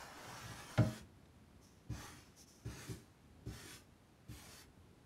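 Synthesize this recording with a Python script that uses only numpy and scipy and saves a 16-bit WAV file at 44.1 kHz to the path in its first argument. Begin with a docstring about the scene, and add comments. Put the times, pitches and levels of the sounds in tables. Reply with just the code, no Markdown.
"""A felt-tip marker scratches over heavy paper, close to one microphone, on a table in a small room.
Five curved strokes, the first already under way: the nib lands with a soft thump, gathers speed and
lifts, its friction turning thinner and brighter towards the right of the sheet. Now and then the hand
knocks the table into ringing and the barrel ticks; between strokes the hand skims the paper.
Behind it all the room rumbles faintly."""
import sys
import numpy as np
from scipy import signal
from scipy.fft import rfft, irfft, next_fast_len
from scipy.io import wavfile
from scipy.ndimage import map_coordinates

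SR = 44100
rng = np.random.default_rng(int(sys.argv[2]) if len(sys.argv) > 2 else 0)


def master_out(mix):
    """Clip the mix to full scale and print it as 16-bit PCM to the path in sys.argv[1]."""
    frames = np.transpose(np.atleast_2d(mix))
    ceiling = np.clip(frames, -1, 1)
    pcm = np.round(ceiling * 32767).astype(np.int16)
    wavfile.write(sys.argv[1], SR, pcm)


N = 222998


# The marker's path, close to the microphone. Each row: start, lift and attack in seconds, attack
# exponent, release in seconds, base levels of hiss, rub, judder and landing in dB, first and last
# place on the sheet (0 left, 1 right), the sheet's upper resonance at the start in Hz.
STROKES = [(-0.05, 0.98, 0.059, 0.61, 0.078, -59.5, -55.5, -64, -45, 0.015, 0.64, 1320),
           (1.891, 2.064, 0.15, 0.75, 0.26, -58, -55, -63.5, -43, 0.02, 0.47, 1730),
           (2.648, 2.922, 0.12, 0.42, 0.16, -59.5, -58, -58, -46, 0.11, 0.85, 1350),
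           (3.458, 3.755, 0.19, 0.39, 0.084, -60, -58.5, -61, -45.5, 0.47, 1, 1350),
           (4.283, 4.617, 0.14, 0.38, 0.05, -62.5, -59, -68, -50.5, 1, 0.87, 1680)]
# The hand eases off. Each row: centre and half width in seconds, change of effort in dB.
EASINGS = [(0.11, 0.098, -4), (0.69, 0.23, -2), (2.91, 0.051, -1.5), (4.47, 0.09, -2)]
def strokes(release_db=22, rub_growth=1.14, rub_across_db=-9, glide_hz_per_s=570):
    """The nib's controls at every sample: each stroke speeds up, holds and dies away along its path."""
    rows, t = np.array(STROKES), np.arange(N) / SR
    current = rows[np.maximum(np.searchsorted(rows[:, 0], t) - 1, 0)]
    start, lift, attack, curve, release, hiss_db, rub_db, judder_db, _, first, last, peak_hz = current.T
    age = t - start
    speed = np.clip(age / attack, 1e-6, 1) ** curve
    effort_db = 20 * np.log10(speed) - release_db * np.maximum(t - lift, 0) / release
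    effort_db += sum(db * swell(s, width) for s, width, db in EASINGS)
    place = first + (last - first) * np.clip(age / (lift - start), 0, 1)
    return dict(place=place, hiss_db=hiss_db + effort_db, judder_db=judder_db + effort_db,
                rub_db=rub_db + rub_growth * effort_db + rub_across_db * place,
                peak_hz=peak_hz + glide_hz_per_s * age)


# The paper from close by: the sheet's rub, the fibres' hiss and the fizz in the top octave.
# Each row: frequency in Hz, relative spectral density in dB.
RUB_SPECTRUM = [(100, -2), (480, -4), (750, -0.5), (1150, 1), (1500, 1), (1800, -2), (2050, -7.5),
                (2350, -6), (2900, -26), (5000, -28.5)]
HISS_SPECTRUM = [(25, -50), (300, -22), (1200, -15.5), (2500, -1), (3600, -0.9), (4600, -1.6), (5500, -0.3),
                 (6400, 1), (7400, -9), (9000, -20.5), (14000, -37)]
FIZZ_SPECTRUM = [(5000, -69), (7300, -0.5), (8200, 1), (9300, 5.5), (10200, 2), (11300, 4.5), (12800, -3.5),
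                 (15700, -10)]
# Thin whistles as the felt turns. Each row: centre and half width in seconds, pitch in Hz, level in dB.
WHISTLES = [(4.355, 0.055, 12000, -73), (4.595, 0.035, 12800, -71)]
def nib(stroke, high_peak_db=-7.5, low_peak_hz=790):
    """Felt drags over the fibres: they hiss, and the sheet on the table resonates lower down."""
    drag = travelling(friction(snags_per_s=900, snag_db=-9), depth_db=3.3, bins=5, frames=20)
    pressure = amp(0.7 * wobble(45) + 0.6 * wobble(12))
    # towards the right the low resonance fades and the fizz grows
    low_peak_db = 1 - 23 * stroke["place"]
    fizz_db = -12 + 8 * stroke["place"]
    high_peak = amp(high_peak_db) * resonance(stroke["peak_hz"], width_hz=170)
    low_peak = amp(low_peak_db) * resonance(low_peak_hz, width_hz=430)
    rub = amp(stroke["rub_db"]) * (coloured(drag, RUB_SPECTRUM) + high_peak + low_peak)
    hiss = amp(stroke["hiss_db"]) * coloured(drag, HISS_SPECTRUM)
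    fizz = amp(stroke["hiss_db"] + fizz_db) * coloured(drag, FIZZ_SPECTRUM)
    whistle = sum(amp(db) * swell(s, width) * resonance(hz, width_hz=600)
                  for s, width, hz, db in WHISTLES)
    return pressure * (rub + hiss + fizz + whistle)


def friction(snags_per_s, snag_db):
    """Countless tiny fibre slips, with a few stronger snags among them."""
    snags = (rng.random(N) < snags_per_s / SR) * rng.standard_normal(N)
    return unit(rng.standard_normal(N) + amp(snag_db) * unit(snags))


def travelling(x, depth_db, bins, frames):
    """As the contact travels over the sheet, narrow resonances come and go."""
    spectra = signal.stft(x, nperseg=1024)[2]
    patch = np.outer(np.hanning(bins), np.hanning(frames))
    ripple = signal.fftconvolve(rng.standard_normal(spectra.shape), patch, "same")
    return signal.istft(spectra * amp(depth_db * unit(ripple)), nperseg=1024)[1][:N]


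def resonance(hz, width_hz):
    """A narrow band of noise around a steady or moving centre, at rms 1."""
    carrier = np.exp(2j * np.pi * np.cumsum(np.broadcast_to(hz, N)) / SR)
    baseband = lowpass(rng.standard_normal(N) * carrier.conj(), width_hz / 2, order=2)
    return unit(np.real(baseband * carrier))


# The tabletop right under the nib. Each row: frequency in Hz, relative spectral density in dB.
JUDDER_SPECTRUM = [(25, -60), (50, -25), (110, 4), (200, -6), (300, -3), (390, -4), (480, -17), (800, -40)]
def judder(stroke):
    """Friction shakes the tabletop, which answers with a low dull rub."""
    drag = travelling(friction(snags_per_s=140, snag_db=-3), depth_db=3.5, bins=4, frames=12)
    return amp(stroke["judder_db"]) * coloured(drag, JUDDER_SPECTRUM)


# The hand on the table, near the microphone. Each row: time in seconds, level in dB, contact hardness
# as a cutoff in Hz, boost of the low modes in dB, relative thud level in dB, damping in dB per second.
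KNOCKS = [(0.426, -50, 219, -2, 0, 30), (0.485, -49, 278, -1, -4, 37), (0.7762, -37.5, 3450, -10, -1.5, 77),
          (0.78, -28, 770, 5, -16, 37), (2.884, -40, 407, -2.5, 5.5, 73)]
# The nib's soft, quickly damped landing, given as settings of blow().
LANDING = dict(hard_hz=450, boom_db=6, push_db=-0.5, thud_db=0, damping=62, sway_hz=69, sway_t60=0.2, boom_hz=165)
def table():
    """The table takes the hand's knocks and the nib's landings."""
    out = np.zeros(N)
    for s, db, hard_hz, boom_db, thud_db, damping in KNOCKS:
        add(out, s, amp(db) * blow(hard_hz, boom_db, thud_db, damping))
    for start, *_, landing_db, _first, _last, _peak_hz in STROKES:
        if start > 0:
            add(out, start, amp(landing_db) * blow(**LANDING))
    # the top radiates hardly any deep bass
    return signal.sosfilt(signal.butter(5, 47, "high", fs=SR, output="sos"), out)


# The table's modes. 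Each row: frequency in Hz, relative level in dB, free t60 in seconds.
TABLE_MODES = [(99, -14, 0.25), (119.6, 0, 0.31), (168.8, -7, 0.35), (216.8, -13, 0.5), (253.6, -13, 0.2),
               (282.6, -14, 0.21), (306, -9, 0.31), (346, -18, 0.22), (378, -19, 0.21), (406, -19.5, 0.2),
               (487, -14, 0.17), (531, -7, 0.16), (628, -5, 0.17), (696, -17, 0.26), (757, -14, 0.2),
               (863, -14, 0.2), (1000, -10, 0.22), (1276, -8, 0.18), (1372, -6.5, .16), (1423, -6, 0.16),
               (1504, -5.5, .17), (1648, -9.5, 0.14), (2155, -11.5, 0.18), (2246, -8.5, 0.16)]
# The dull body of a blow. Each row: frequency in Hz, relative spectral density in dB.
THUD_SPECTRUM = [(40, -35), (100, -29), (200, -20), (400, 8), (480, -20), (650, 8), (1600, -3.5),
                 (3500, -12), (8000, -21)]
def blow(hard_hz, boom_db, thud_db, damping, push_db=-10.5, sway_hz=69, sway_t60=0.2, boom_hz=230):
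    """The table rings and its top sways; soft contacts reach only low modes, a resting hand damps them."""
    t = np.arange(SR * 3 // 4) / SR
    ring, thud_t60 = np.zeros(len(t)), 0.14
    for k, (hz, db, t60) in enumerate(TABLE_MODES):
        # a heavy blow favours the low modes
        mode_db = db + boom_db / (1 + (hz / boom_hz) ** 4) + rng.normal(0, 1)
        ring += (-1) ** k * amp(mode_db - 60 * t / t60) * np.sin(2 * np.pi * hz * t)
    sway = amp(push_db - 60 * t / sway_t60) * np.sin(2 * np.pi * sway_hz * t)
    thud = amp(thud_db - 60 * t / thud_t60) * coloured(rng.standard_normal(N), THUD_SPECTRUM)[:len(t)]
    return lowpass((ring + thud) * amp(-damping * t) + sway, hard_hz, order=8)


# The marker's barrel, close up. Each row: time in seconds, starting level in dB.
BARREL_TICKS = [(0.7765, -38.5), (0.7885, -52), (1.2561, -64.5)]
def barrel(t60=0.036, bright_hz=4600):
    """Hard plastic touches something: a short dry crack."""
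    out, t = np.zeros(N), np.arange(SR // 8) / SR
    for s, db in BARREL_TICKS:
        crack = unit(lowpass(rng.standard_normal(len(t)), bright_hz, order=3))
        add(out, s, amp(db - 60 * t / t60) * crack)
    return out


# The side of the hand on the sheet, faint even this near.
# Each row: start and length in seconds, level in dB, fade in dB per second.
SKIMS = [(1.608, 0.27, -67, 80), (2.355, 0.1, -61.5, 5), (2.458, 0.21, -64, 57)]
# Skin on paper. Each row: frequency in Hz, relative spectral density in dB.
SKIN_SPECTRUM = [(1000, -24), (2500, -15.5), (4700, -11), (5400, 0), (6200, 0.5), (6800, -7), (8200, -12),
                 (9200, -9.5), (11500, -13), (13000, -16), (15700, -27)]
def hand(edge_s=0.029):
    """Dry skin whispers over the paper with a narrow peak in the treble; each skim fades as it goes."""
    t, level = np.arange(N) / SR, np.zeros(N)
    for start, length, db, fade in SKIMS:
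        touch = np.clip(np.minimum(t - start, start + length - t) / edge_s, 0, 1)
        level += touch * amp(db - fade * np.clip(t - start, 0, length))
    return level * coloured(friction(snags_per_s=190, snag_db=-9.5), SKIN_SPECTRUM)


# The small room around the table. Each row: frequency in Hz, t60 in seconds.
ROOM_DECAY = [(100, 0.31), (600, 0.38), (2500, 0.17), (12000, 0.032)]
def room_echo(x):
    """The room answers after a short delay, each frequency dying at its own speed."""
    hz, t, spectra = signal.stft(rng.standard_normal(SR // 2), SR, nperseg=256)
    decay = amp(-60 * t / along(ROOM_DECAY, hz)[:, None])
    tail = signal.istft(spectra * decay, SR, nperseg=256)[1]
    tail = np.pad(tail, (SR // 200, 0))  # 5 ms
    return signal.fftconvolve(x, tail / np.linalg.norm(tail))[:N]


# Room tone at the microphone. Each row: frequency in Hz, relative spectral density in dB.
AIR_SPECTRUM = [(15, -55), (28, -30), (45, -8), (75, 0), (150, -6), (200, -7.5), (280, -10), (480, -19),
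                (800, -22), (1960, -29.5), (3840, -34), (8000, -39.8), (11200, -40.1), (15600, -52.5)]
def room_tone(air_db=-62, rumble_hz=300, rumble_db=-2.2, swell_db=1.7, flutter_db=1.4):
    """Steady room noise whose low rumble swells and flutters a little."""
    air = amp(air_db) * coloured(rng.standard_normal(N), AIR_SPECTRUM)
    rumble = filtered(air, lambda hz: 1 / (1 + (hz / rumble_hz) ** 2))
    rumble_gain = amp(rumble_db + swell_db * wobble(4.98) + flutter_db * wobble(21.9))
    return air - rumble + rumble_gain * rumble


def amp(db):
    return 10 ** (np.asarray(db) / 20)


def unit(x):
    """x at rms 1."""
    return x / np.sqrt(np.mean(x ** 2) + 1e-20)


def along(points, hz):
    """Interpolate (Hz, value) points on a log frequency axis."""
    knots_hz, values = np.transpose(points)
    return np.interp(np.log(hz + 1), np.log(knots_hz + 1), values)


def wobble(rate):
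    """A smooth random curve, rate knots a second."""
    return map_coordinates(rng.standard_normal(int(N * rate / SR) + 4), [np.arange(N) * rate / SR])


def swell(s, width):
    """A smooth rise to 1 at time s and back."""
    return np.exp(-((np.arange(N) / SR - s) / width) ** 2)


def filtered(x, response):
    """x through a gain that depends on frequency."""
    size = next_fast_len(N + SR // 2)
    return irfft(rfft(x, size) * response(np.fft.rfftfreq(size, 1 / SR)), size)[:N]


def coloured(x, spectrum):
    """x shaped by the given spectrum, at rms 1."""
    return unit(filtered(x, lambda hz: amp(along(spectrum, hz))))


def lowpass(x, hz, order):
    return signal.sosfilt(signal.butter(order, hz, fs=SR, output="sos"), x)


def add(track, s, sound):
    """Mix a sound into the track at time s."""
    part = track[round(s * SR):][:len(sound)]
    part += sound[:len(part)]


def scene():
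    """Drawing and knocks close up in mono, each with a little echo, over the room tone."""
    stroke = strokes()
    drawing = nib(stroke) + judder(stroke) + hand()
    knocks = table() + barrel()
    echo = amp(-11) * room_echo(drawing) + amp(-9) * room_echo(knocks)
    return (drawing + knocks + echo + room_tone())[None]


def record(dry, top_hz=15750):
    """The recorder keeps nothing above its band limit."""
    return np.array([filtered(x, lambda hz: hz < top_hz) for x in dry])


dry = scene()
out = record(dry)
master_out(out)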